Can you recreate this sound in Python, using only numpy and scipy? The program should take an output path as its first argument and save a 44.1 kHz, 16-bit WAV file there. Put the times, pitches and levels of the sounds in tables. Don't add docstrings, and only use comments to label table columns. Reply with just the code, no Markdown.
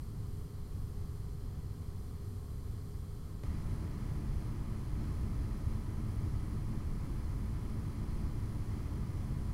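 import sys
import numpy as np
from scipy import signal
from scipy.fft import rfft, irfft
from scipy.io import wavfile
from scipy.ndimage import uniform_filter1d, map_coordinates

SR = 44100
rng = np.random.default_rng(int(sys.argv[2]) if len(sys.argv) > 2 else 0)


def log_audio(samples):
    frames = np.atleast_2d(samples).T
    limited = np.clip(frames, -1, 1)
    pcm = np.round(limited * 32767).astype(np.int16)
    wavfile.write(sys.argv[1], SR, pcm)


N = 420273
CUT_S = 3.43652

# centre in Hz, width in Hz,
# lift when slow in dB, lift when fast in dB.
CAVITIES = [(1090, 60, 2, 3), (10200, 250, 3, 4), (11920, 400, 7, 5), (12750, 600, 3, 2),
            (13900, 400, 4, 3)]


def undb(db):
    return 10 ** (np.asarray(db) / 20)


def walk(rate):
    hold = int(SR / rate)
    steps = np.repeat(rng.standard_normal(N // hold + 1), hold)
    smooth = uniform_filter1d(uniform_filter1d(steps, hold), hold)
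    return 1.298 * smooth[:N]


def turned(hz, waver):
    return np.cumsum(hz * (1 + waver * walk(2))) / SR


def tone(turns, db, swell_db):
    gain = np.sqrt(2) * undb(db + swell_db * walk(8))
    start = rng.random()
    return gain * np.sin(2 * np.pi * (start + turns))


def resonance_lift_db(f, speed, table):
    return sum(lift_db[speed] * np.exp(-2 * ((f - centre) / width) ** 2)
               for centre, width, *lift_db in table)


def air(speed):
    # pitch in Hz,
    # slow level in dB per Hz, fast steady level in dB per Hz, both before the cavities' lift.
    airflow = [(7.8, -61, -58), (50.7, -62.5, -56.5), (99.2, -61, -57.5), (150.5, -70, -63),
               (184.5, -74.5, -69), (248, -78, -74.5), (292, -80.5, -71.5), (484, -90.5, -87.5),
               (623, -97, -89), (970, -96, -92.5), (1282, -94.5, -88.5), (1430, -102, -96.5),
               (2080, -104, -95.5), (2740, -111, -104)]
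    # pitch in Hz,
    # slow level in dB per Hz, fast steady level in dB per Hz, both before the cavities' lift.
    fin_hiss = [(3160, -105, -102), (3530, -107, -104), (3800, -113, -110), (3960, -102, -101),
                (4040, -108, -105), (4180, -102, -99), (4190, -104, -103), (5280, -106, -103),
                (5470, -111, -108), (5750, -110, -107), (8950, -113, -112), (11300, -116, -115),
                (14300, -117, -116), (15900, -118, -117)]
    hz, *db = np.transpose(airflow + fin_hiss)
    f = np.arange(1, N // 2 + 2) * SR / N
    density_db = np.interp(np.log(f), np.log(hz), db[speed], -200, -200)
    density_db = density_db + resonance_lift_db(f, speed, CAVITIES)
    spectrum = rfft(rng.standard_normal(N)) * undb(density_db)
    noise = irfft(spectrum, N) * np.sqrt(SR / 2)
    flutter_db = 0.38 * walk(15)
    return undb(flutter_db) * noise


def hums(speed, waver):
    # slow pitch in Hz, fast pitch in Hz,
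    # slow level in dB rms, fast level in dB rms.
    other_fans = [(135.9, 135.9, -59, -62), (388.9, 389, -74.7, -78.4), (408.3, 407.8, -63.8, -66.3),
                  (424.8, 422.6, -71.4, -72.3), (485.5, 485, -75, -76.5), (554.5, 554.5, -82, -88),
                  (736.2, 734, -77.4, -79.3), (3135, 3121.6, -93.3, -90.2), (4146.5, 4146.5, -89.4, -97),
                  (4232, 4237, -91, -95.4)]
    return sum(tone(turned(row[speed], waver), row[2 + speed], 1) for row in other_fans)


def blades(speed, waver):
    fan_rates = [(22.97, 30.998), (22.235, 30.415)]
    # fan number, multiple of its turn rate, level in dB rms.
    slow_tones = [(0, 7, -59.7), (0, 36, -87), (0, 40, -86.5), (0, 43, -88), (0, 44, -88), (1, 7, -66),
                  (1, 44, -88), (1, 45, -86), (1, 48, -78.8), (1, 49, -86)]
    # fan number, multiple of its turn rate, level in dB rms.
    fast_tones = [(0, 7, -54.7), (0, 28, -73), (0, 31, -81.6), (0, 32, -70.9), (1, 7, -57.6), (1, 28, -81),
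                  (1, 32, -74.5), (1, 33, -79.5), (1, 34, -79.3), (1, 35, -79.8), (1, 36, -81),
                  (1, 39, -82), (1, 40, -78.7)]
    tones = (slow_tones, fast_tones)[speed]
    turns = [turned(rates[speed], waver) for rates in fan_rates]
    return sum(tone(multiple * turns[fan], db, 0.86) for fan, multiple, db in tones)


def bearing(speed, size=32768):
    rotor_rates = (33.094, 44.63)
    turn_starts = (0, 3.5)
    # multiple of the rotor rate, level in dB rms.
    slow_partials = [(86, -95.5), (178, -88), (250, -89), (252, -90), (271, -90), (274, -87), (275, -89),
                     (346, -89), (359, -88), (360, -90), (362, -90)]
    # multiple of the rotor rate, level in dB rms.
    fast_partials = [(12, -77.8), (105, -91.6), (129, -85), (144, -86), (168, -87), (196, -88), (200, -85),
                     (205, -87), (212, -87), (265, -85)]
    # place in the turn from 0 to 1, relative strength in dB.
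    slow_knocks = [(.27, -4), (.32, 0), (.38, -3), (.76, -3), (.83, -5)]
    # place in the turn from 0 to 1, relative strength in dB.
    fast_knocks = [(.26, 0), (.35, -7), (.61, -2), (.69, -3)]
    # pitch in Hz, width in Hz of one pass of the resonance, level of all knocks in dB rms.
    metal_ring = [(10250, 250, -79.5), (10185, 270, -75)]
    # centre in Hz, width in Hz, slow lift in dB, fast lift in dB.
    housing_modes = [(5830, 220, 7, 9), (7400, 450, 6, 4), (8330, 350, 8, 4), (9000, 450, 8, 6),
                     (9550, 350, 6, 5), (11450, 300, 7, 5), (12700, 600, 3, 1), (13850, 400, 3, 2)]
    partials = (slow_partials, fast_partials)[speed]
    knocks = (slow_knocks, fast_knocks)[speed]
    rate = rotor_rates[speed]
    k = np.arange(size // 2 + 1)
    f = k * rate

    luck = np.minimum(rng.standard_normal(len(k)), 2)
    faint_db = (-103, -101)[speed] + 4.5 * luck - 6.4 * np.log2(np.maximum(f / 11000, 1))
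    faint_db = faint_db + resonance_lift_db(f, speed, CAVITIES + housing_modes)
    gain = undb(faint_db) * (f > 5600) * (f < .4 * SR)
    for multiple, partial_db in partials:
        gain[int(multiple)] = undb(partial_db)
    rough = gain * np.exp(2j * np.pi * rng.random(len(k)))

    hz, width, ring_db = metal_ring[speed]
    strikes = sum(undb(db) * np.exp(-2j * np.pi * k * place) for place, db in knocks)
    ring = strikes / (1 + 2j * (f - hz) / width) ** 3
    ring = ring * undb(ring_db) / np.sqrt(np.sum(np.abs(ring) ** 2))

    one_turn = irfft(rough + ring, size) * size / np.sqrt(2)
    turns = np.cumsum(rate * (1 + 1.2e-4 * walk(2.5))) / SR
    place_in_turn = (turns - turns[int(turn_starts[speed] * SR)]) % 1
    whine = map_coordinates(one_turn, [place_in_turn * size], order=1, mode="grid-wrap")
    shimmer_db = 0.66 * walk(12)
    return undb(shimmer_db) * whine


def cut_click(since):
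    step_db, fall_s, rise_hz = -35.5, .006, 9000
    step = undb(step_db) * (since >= 0) * np.exp(-np.maximum(since, 0) / fall_s)
    return signal.lfilter(*signal.butter(1, rise_hz, fs=SR), step)


def scene():
    slow = air(0) + hums(0, .0005) + blades(0, .0004) + bearing(0)
    since = np.arange(N) / SR - CUT_S
    extra_db, ease_s = 0.5, 0.89
    easing = undb(extra_db * np.exp(-np.maximum(since, 0) / ease_s))
    fast = easing * air(1) + hums(1, .0008) + blades(1, .0004) + bearing(1)
    share = np.clip(since / .004 + .5, 0, 1)
    fans = np.sqrt(1 - share) * slow + np.sqrt(share) * fast
    return (fans + cut_click(since))[None]


def record(dry):
    top_hz = 15790
    return signal.sosfilt(signal.ellip(12, .2, 60, top_hz, fs=SR, output="sos"), dry)


dry = scene()
out = record(dry)
log_audio(out)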